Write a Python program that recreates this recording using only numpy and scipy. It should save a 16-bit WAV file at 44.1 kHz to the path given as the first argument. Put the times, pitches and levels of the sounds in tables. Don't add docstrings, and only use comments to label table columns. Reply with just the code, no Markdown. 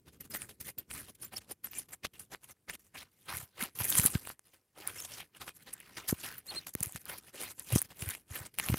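import sys
import numpy as np
from scipy import signal
from scipy.fft import rfft, irfft, next_fast_len
from scipy.io import wavfile
from scipy.ndimage import uniform_filter1d

SR = 44100
rng = np.random.default_rng(int(sys.argv[2]) if len(sys.argv) > 2 else 0)


def gain_from_db(level_db):
    decades = np.asarray(level_db, float) / 20
    return 10 ** decades


def pcm_store(signal):
    levels = np.round(np.clip(np.atleast_2d(signal), -1, 1) * 32767)
    wavfile.write(sys.argv[1], SR, levels.astype(np.int16).T)


N = 387192


def evened(x):
    return x / np.sqrt(np.mean(x ** 2) + 1e-20)


def coloured(x, points):
    hz, db = np.transpose(points)
    size = next_fast_len(len(x))
    bins = np.fft.rfftfreq(size, 1 / SR) + 1
    gain = gain_from_db(np.interp(np.log(bins), np.log(hz), db))
    return irfft(rfft(x, size) * gain, size)[:len(x)]


def gain_over_time(points):
    seconds, db = np.transpose(points)
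    return gain_from_db(np.interp(np.arange(N) / SR, seconds, db))


def add(mix, s, sound):
    part = mix[max(round(s * SR), 0):][:len(sound)]
    part += sound[:len(part)]


def hush():
    # f/Hz, gain/dB
    hush_tone = [(180, -31), (300, -1), (366, -5), (1930, -15), (3290, -20), (12300, -14), (16000, -21)]
    return gain_from_db(-83) * evened(coloured(rng.standard_normal(N), hush_tone))


def pressure(index):
    # peak t/s, rise/ms, fall/ms,
    # crunch of soil and straw level/dB, hiss of grass blades level/dB
    rustles = [(0.075, 20, 41, -57.5, -67), (0.137, 20, 57, -65.5, -65), (0.206, 5.6, 25, -54.5, -46.5),
               (0.253, 31, 32, -60.5, -59), (0.308, 7.2, 100, -52.5, -53), (0.347, 14, 36, -43, -44.5),
               (0.419, 61, 64, -53.5, -46.5), (0.492, 7.4, 49.5, -54.5, -48), (0.604, 5, 32, -50, -43.5),
               (0.685, 71, 35, -52.5, -46), (0.781, 3.9, 49, -51.5, -51), (0.915, 30.5, 13.3, -52, -50),
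               (0.955, 45, 138, -48.5, -46), (1.093, 24.9, 21, -54, -54), (1.15, 5.2, 16.8, -70, -56),
               (1.232, 41, 64, -53.5, -49), (1.336, 22, 25, -49, -57), (1.378, 29.1, 17.4, -49, -40),
               (1.417, 19, 65, -62.5, -68), (1.518, 41, 18.5, -50.5, -51), (1.646, 11.4, 45, -50.5, -43.5),
               (1.774, 85, 80, -52, -49.5), (1.79, 7.2, 28, -89.6, -41.5), (1.887, 2.7, 60, -59, -63),
               (1.93, 20, 28.6, -53.5, -44), (2.048, 15.6, 22, -35, -56), (2.195, 4, 59, -55.5, -46.5),
               (2.136, 3.6, 140, -63.5, -63), (2.329, 24, 39, -46.5, -59), (2.445, 37.0, 32, -63, -57.5),
               (2.517, 66, 14, -61, -55.5), (2.699, 17.3, 20, -35.5, -56), (2.753, 45, 10, -49, -51.5),
               (2.796, 7.7, 28, -66, -58.5), (2.862, 79, 40, -72, -69), (2.958, 21, 103, -48.5, -51.5),
               (3.032, 94, 7.0, -53.5, -59), (3.296, 33.5, 70, -41.5, -56), (3.342, 35, 135, -48, -45),
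               (3.444, 290, 4.8, -57.5, -53), (3.628, 66.5, 65, -39, -45), (3.757, 8.7, 100, -53, -47.5),
               (3.806, 25, 45, -40, -41), (3.844, 17, 41, -43.5, -33.5), (3.904, 36, 13, -51.5, -28.5),
               (3.969, 170, 225, -42, -35.5), (3.986, 24, 22, -38.5, -24.5), (4.062, 39, 22, -41, -28),
               (4.149, 22, 33, -40.5, -47), (4.306, 154, 40, -52.5, -50.5), (4.46, 29, 110, -69.5, -71),
               (4.541, 15, 78, -64, -65.5), (4.793, 41, 180, -53, -59.5), (4.88, 34, 67, -46.5, -50.5),
               (4.973, 97, 190, -52, -47), (5.053, 22, 6.9, -45.5, -42.5), (5.113, 56, 130, -50.5, -51.5),
               (5.185, 23, 68, -44.5, -49.5), (5.37, 41, 25.5, -57, -64.5), (5.414, 17.3, 44, -43, -50),
               (5.481, 37, 41, -49, -52), (5.567, 33, 22, -65, -57), (5.632, 63, 9.5, -61, -59),
               (5.67, 14, 98, -54, -62), (5.738, 11, 8, -65, -40.5), (5.8, 3.0, 45, -65, -62),
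               (5.973, 11, 48, -39, -55), (6.088, 13.5, 47, -43.5, -30), (6.137, 690, 42, -56.5, -64),
               (6.205, 65, 157.2, -53.5, -51), (6.242, 18, 163, -43.5, -49), (6.382, 32, 25, -55.5, -55),
               (6.462, 16, 270, -61.5, -59), (6.534, 55, 123, -44.5, -57), (6.667, 2.4, 45, -50, -42.5),
               (6.739, 5.5, 4.7, -65, -39), (6.809, 60, 30, -52, -54), (6.829, 8.1, 115, -52.5, -45),
               (6.83, 5.5, 4.3, -41, -27), (6.974, 76, 13.4, -50, -52), (7.013, 32, 31, -63.5, -53.5),
               (7.102, 61, 91, -43.5, -50.5), (7.182, 12, 15, -49, -44.5), (7.293, 140, 19, -62, -60.5),
               (7.351, 19, 140, -53.5, -52), (7.416, 78, 108, -44.5, -47), (7.507, 43, 25, -53, -47),
               (7.601, 31, 33, -53, -66), (7.718, 70, 144, -43.5, -61.7), (7.755, 6.6, 19, -42, -25.5),
               (7.767, 220, 77, -73, -44.5), (7.791, 31, 4.9, -84, -33.5), (7.849, 11, 23, -48.5, -50.5),
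               (7.918, 39, 26, -53, -58), (8.028, 82, 42, -49, -46.5), (8.087, 67, 121, -48.5, -45.5),
               (8.363, 76, 79, -46.5, -47), (8.454, 72, 40.5, -49, -56), (8.541, 3.2, 30, -60, -60),
               (8.595, 20, 41, -46.5, -55), (8.689, 116, 74, -43.5, -42.5), (8.742, 30, 15, -39, -50),
               (8.775, 68, 40.0, -48.5, -46)]
    flank_db, roundness = -24, 1.55
    quiet_db = -89
    rows, t = np.array(rustles), np.arange(0, N / SR, .001)
    since_ms = 1000 * (t - rows[:, :1])
    rise_ms, fall_ms = abs(rows[:, 1:2]), abs(rows[:, 2:3])
    far = np.where(since_ms < 0, -since_ms / rise_ms, since_ms / fall_ms)
    power = gain_from_db(rows[:, index, None] + np.maximum(flank_db * far ** roundness, quiet_db)) ** 2
    return np.interp(np.arange(N) / SR, t, np.sqrt(power.sum(0) + gain_from_db(quiet_db) ** 2))


def crackle(per_s, spread_db, decay, clump_db, patch_db, count=28):
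    clumps = np.clip(evened(uniform_filter1d(rng.standard_normal(N), 200)), -2, 2)
    patches = rng.standard_normal((N // 256 + 1, count))
    patches = uniform_filter1d(patches, size=7, axis=0)
    patches = evened(uniform_filter1d(patches, size=3, axis=1))
    kind = rng.integers(0, count, N)
    size_db = spread_db * np.minimum(rng.exponential(1, N), 4) + clump_db * clumps
    size_db = size_db + patch_db * patches[np.arange(N) // 256, kind]
    size = gain_from_db(size_db) * (rng.random(N) < per_s / SR)
    t, out = np.arange(768) / SR, np.zeros(N)
    for k, hz in enumerate(np.geomspace(2850, 18500, count) - 2500):
        width = hz + 2500
        grain = np.exp(-t * width / decay) * np.cos(2 * np.pi * hz * t)
        grain = np.sqrt(width) * grain / np.linalg.norm(grain)
        out += signal.oaconvolve(size * (kind == k), grain)[:N]
    return evened(out)


def pops(per_s, spread_db):
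    size = gain_from_db(spread_db * np.minimum(rng.exponential(1, N), 3)) * (rng.random(N) < per_s / SR)
    burst = rng.standard_normal(64) * np.exp(-np.arange(64) / 12)
    return signal.oaconvolve(size, burst)[:N]


def steps():
    # f/Hz, gain/dB
    crunch_tone = [(250, -16.5), (500, -12.5), (1000, -13.5), (1900, -11), (3200, -14.5), (5000, -21),
                   (8000, -29)]
    # f/Hz, gain/dB
    hiss_tone = [(3500, -17), (6000, -2), (7800, 4), (10800, 9.5), (12800, 6.5), (15300, 0.5),
                 (16300, -43.5)]
    fibres = crackle(14000, spread_db=3, decay=9, clump_db=3, patch_db=4.5)
    swish = .28 * rng.standard_normal(N)
    fibres = fibres + swish + 1.7 * pops(140, spread_db=3.6)
    crunch = pressure(index=3) * evened(coloured(fibres, crunch_tone))
    hiss = pressure(index=4) * evened(coloured(fibres, hiss_tone))
    return crunch + hiss


def thumps():
    # t/s, level/dB
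    rumble_level = [(0.0, -62), (3.64, -73.5), (3.99, -60), (4.5, -78), (4.89, -71.5), (8.48, -70),
                    (8.78, -64)]
    # f/Hz, gain/dB
    rumble_tone = [(25, -51), (45, 1), (80, -1.5), (130, -2), (250, -4), (450, -9), (900, -40)]
    # middle t/s, level/dB, f/Hz, length at half height/ms (the second half is made slightly shorter)
    slaps = [(3.342, -42, 102, 7.8), (3.367, -42.5, 100, 6), (3.399, -45, 105, 4.9),
             (3.432, -46.5, 102, 8.2), (3.629, -35, 225, 8.2), (3.813, -31, 94, 6.4),
             (3.995, -22.5, 123, 5), (4.053, -20.5, 124, 2.4), (4.155, -17.5, 125.4, 4.2),
             (6.128, -15, 160, 2.36), (6.753, -25.5, 157, 2.2), (6.811, -32.5, 130, 4.9),
             (6.87, -39, 102, 7.9), (6.953, -36.5, 113, 4.4), (7.7362, -24, 116, 17), (7.76, -12, 156, 3),
             (8.026, -31.5, 98, 5.5), (8.076, -34, 92.5, 13), (8.313, -37.5, 79, 9.5),
             (8.412, -40.5, 109, 9.3), (8.6998, -19, 129, 3.9), (8.726, -23.5, 102, 11),
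             (8.742, -18.5, 123, 2.4)]
    swell = uniform_filter1d(pressure(index=3), 900) / gain_from_db(-67.0)
    rumble = evened(coloured(rng.standard_normal(N), rumble_tone))
    out = gain_over_time(rumble_level) * swell ** 0.52 * rumble
    t = np.arange(-2048, 2048) / SR
    for s, db, hz, ms in slaps:
        push = np.sin(2 * np.pi * hz * t)
        edge = np.tanh(1.39 * push) / np.tanh(2.2)
        length_ms = np.where(t > 0, 0.99 * ms, ms)
        bell = np.exp(-np.log(2) * (2000 * t / length_ms) ** 2)
        add(out, s + t[0], gain_from_db(db) * bell * edge)
    wobble_hz, wobble_q = 79, 1.33
    w = 2 * np.pi * wobble_hz
    return signal.lfilter(*signal.bilinear([1, 0, 0], [1, w / wobble_q, w ** 2], SR), out)


def clinks():
    # t/s, level before the soft start/dB, mode that the blow favours f/Hz
    blows = [(0.204, -33.5, 11890), (0.3, -38, 14400), (0.346, -33, 11500), (0.365, -27, 14660),
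             (0.783, -22, 14660), (0.79, -33.5, 11890), (1.219, -33, 9500), (1.246, -30, 14660),
             (1.248, -40.5, 7300), (1.363, -43, 9500), (1.51, -33, 11890), (1.515, -29.5, 9500),
             (1.642, -24, 11890), (1.711, -33, 14660), (1.773, -35.5, 14660), (1.783, -21.5, 9500),
             (2.196, -38, 9500), (2.704, -32, 9500), (6.379, -29, 14660)]
    # f/Hz, time to die away by 60 dB t60/s
    metal = [(7300, 0.048), (9500, 0.032), (11500, 0.053), (11890, 0.04), (14400, 0.058), (14660, 0.033)]
    out, t = np.zeros(N), np.arange(4096) / SR
    hz, t60 = np.transpose(metal)
    faint_db = -30 + 6 * rng.standard_normal((len(blows), len(hz)))
    for (s, db, favoured_hz), share_db in zip(blows, faint_db):
        favoured = np.argmin(abs(hz - favoured_hz))
        share_db = np.where(np.arange(len(hz)) == favoured, 0, share_db)
        fade = gain_from_db(share_db[:, None] - 60 * t / t60[:, None])
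        modes = fade * np.sin(2 * np.pi * hz[:, None] * t)
        add(out, s, gain_from_db(db) * modes.sum(0) * np.minimum(t / 0.0046, 1))
    return out


def ring(modes, detune, rise_s):
    t, out = np.arange(1024) / SR, 0
    for (hz, db, t60), d in zip(modes, detune):
        out = out + gain_from_db(db - 60 * t / t60) * np.sin(2 * np.pi * hz * d * t)
    return out * np.minimum(t / rise_s, 1)


def snaps():
    # t/s, tick peak level/dB, knock peak level/dB, knock f/Hz
    stems = [(0.3503, -41, -25, 1800), (0.4197, -24, -31.5, 2500), (0.493, -44, -42, 1370),
             (0.9129, -45, -29, 2650), (1.672, -50, -36.5, 1540), (1.734, -55, -33, 2470),
             (2.0502, -43, -23, 1200), (2.0684, -44, -35, 3320), (2.3482, -49, -26.5, 1760),
             (2.6936, -47, -38, 2160), (3.3707, -21, -43, 2330), (3.6262, -18.5, -24.5, 3480),
             (3.7893, -23.5, -35, 3130), (3.7999, -30, -32, 2230), (3.8046, -33.5, -24, 1200),
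             (3.821, -31, -29, 2890), (3.8437, -18, -30, 2550), (3.8533, -21, -38, 2720),
             (3.9, -14, -44, 3050), (3.9024, -13, -39, 3280), (3.9184, -23, -29, 1410),
             (3.9256, -28, -18.5, 3520), (3.9538, -12.5, -21, 2180), (3.9811, -11, -34, 2110),
             (3.998, -8, -16.5, 2400), (4.0048, -14.5, -44, 2000), (4.034, -18, -33, 2370),
             (4.055, -14, -35, 1680), (4.0614, -1.5, -25, 1530), (4.0634, -8, -32, 2340),
             (4.0709, -12.5, -32, 1380), (4.1043, -24, -47, 2600), (4.1523, -27.5, -25, 2740),
             (4.2737, -28, -27.5, 1320), (4.2931, -27.5, -54, 2550), (4.3021, -49.5, -27.5, 1360),
             (4.394, -38, -45, 1590), (4.8754, -14.5, -42, 3260), (5.0035, -26, -35, 3460),
             (5.48, -44, -27, 1740), (5.4932, -33, -33, 1720), (5.8028, -35, -44, 2620),
             (6.0888, -24, -30.5, 3840), (6.0958, -25, -23.5, 1830), (6.6698, -30, -32.5, 2520),
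             (6.7518, -17.5, -26, 1950), (6.806, -19, -40, 2130), (6.83, -17, -35, 2440),
             (6.8342, -13, -40, 2490), (6.8598, -21.5, -41, 2700), (6.9235, -25.5, -51, 2190),
             (6.9603, -25.5, -29, 1410), (7.0556, -30, -42, 4600), (7.5962, -21.5, -49, 1590),
             (7.7264, -19, -42, 3050), (7.7607, -18, -19, 1000), (7.8179, -10, -27.5, 1870),
             (7.8255, -24, -39, 2300), (8.0236, -25, -26.5, 2550), (8.09, -18.5, -30, 2640),
             (8.102, -23, -37, 2260), (8.106, -19.5, -38, 2070), (8.1506, -28, -29, 2450),
             (8.5869, -14, -20, 2500), (8.5932, -20.5, -32, 2510), (8.598, -22.5, -26, 2350),
             (8.599, -20, -15.5, 2370), (8.6035, -32, -27, 2090), (8.6871, -23, -18.5, 2600),
             (8.743, -36, -16.5, 1150)]
    # f/Hz, level/dB, t60/s
    tick_modes = [(10600, 0, .002), (13500, -7, .0015), (7800, -6, .002)]
    # multiple of the knock pitch, level/dB, t60/s
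    knock_modes = [(1, 2, 0.0025), (.55, -14, .004), (1.6, -8, 0.0022)]
    out, detune = np.zeros(N), rng.uniform(0.865, 1.1, (len(stems), 3))
    splinters = rng.standard_normal((len(stems), 80)) * np.exp(-np.arange(80) / 5)
    for (s, tick_db, knock_db, knock_hz), d, splinter in zip(stems, detune, splinters):
        tick = np.convolve(ring(tick_modes, d, .0001), splinter)
        tick = np.diff(tick, 2, prepend=0)[:1024]
        knock = ring(knock_modes, knock_hz * d / d[0], .0002)
        tick = gain_from_db(tick_db) * tick / abs(tick).max()
        knock = gain_from_db(knock_db) * knock / abs(knock).max()
        add(out, s - .0003, tick + knock)
    return out


def squeaks():
    # middle t/s, length between the points 12 dB down/ms,
    # f before the waver/Hz, level before the stutter/dB
    rubs = [(1.369, 28, 4530, -48), (1.37, 12, 5370, -38.5), (1.768, 26, 2410, -50.5),
            (4.06, 10.3, 7430, -32.5), (4.995, 20, 5380, -47), (5.02, 14, 6560, -48), (5.05, 20, 6600, -55)]
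    out, t = np.zeros(N), np.arange(-1024, 1024) / SR
    for (s, ms, hz, db), chance in zip(rubs, rng.standard_normal((len(rubs), 2, 2048))):
        stutter, waver = evened(uniform_filter1d(uniform_filter1d(chance, size=90), size=90))
        tone = np.sin(2 * np.pi * np.cumsum(hz * (1 + .015 * waver)) / SR)
        fade_db = -12 * (2000 * t / ms) ** 4
        add(out, s + t[0], gain_from_db(db + 4 * stutter + fade_db) * tone)
    return out


def bird():
    # start t/s, length/s, pitch near the top f/Hz, rms level before the arch/dB, depth of the arch
    peeps = [(6.474, 0.041, 4440, -40, 1.0), (6.55, 0.047, 4285, -36, 0.53)]
    # share of length, share of top pitch, level/dB, octave level/dB
    arch = [(0, .8, -28, -18), (.22, .935, -11, -13.5), (.5, 0.97, -3.5, -16), (.7, 1, -1.5, -16),
            (.85, .94, -2, -22), (1, 0.71, -12, -40)]
    shallow_fade_db = -16
    out = np.zeros(N)
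    share, *columns = np.transpose(arch)
    for s, length, top_hz, peak_db, depth in peeps:
        done = np.arange(0, length, 1 / SR) / length
        pitch, db, octave_db = (np.interp(done, share, c) for c in columns)
        pitch = 1 - depth * (1 - uniform_filter1d(pitch, size=200, mode="nearest"))
        db = db + shallow_fade_db * (1 - depth) * np.clip((done - .7) / .3, 0, 1)
        turn = 2 * np.pi * np.cumsum(top_hz * pitch) / SR
        whistle = gain_from_db(db) * np.sin(turn) + gain_from_db(octave_db) * np.sin(2 * turn)
        add(out, s, np.sqrt(2) * gain_from_db(peak_db) * whistle)
    return out


def scene():
    mid = hush() + steps() + thumps() + clinks() + snaps() + squeaks() + bird()
    return np.array([mid, mid])


def treble_difference(mid):
    # f/Hz, gain/dB
    side_tone = [(3650, -70), (3900, -10), (7000, -12), (16000, -13)]
    patch_share = .48
    flutter = evened(uniform_filter1d(uniform_filter1d(rng.standard_normal(N), 40), 40))
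    smear = evened(rng.standard_normal(128)) / np.sqrt(128)
    smeared = signal.oaconvolve(mid, smear, "same") * flutter
    z = signal.stft(smeared, nperseg=512)[2]
    on = rng.random((z.shape[0] // 14 + 1, z.shape[1] // 5 + 1)) < patch_share
    on = on.repeat(14, axis=0).repeat(5, axis=1)[:z.shape[0], :z.shape[1]]
    patchy = signal.istft(z * on / np.sqrt(patch_share), nperseg=512)[1][:N]
    return coloured(patchy, side_tone)


def top_cut(x):
    return signal.sosfilt(signal.butter(12, 16650, fs=SR, output="sos"), x)


def record(dry):
    # f/Hz, gain/dB
    overall_band = [(18, -14), (45, 0), (15700, 0), (16400, -12), (16800, -70)]
    ceiling = .6
    mid = coloured(ceiling * np.tanh(dry[0] / ceiling), overall_band)
    side = treble_difference(mid)
    return top_cut(np.array([mid + side, mid - side]))


dry = scene()
out = record(dry)
pcm_store(out)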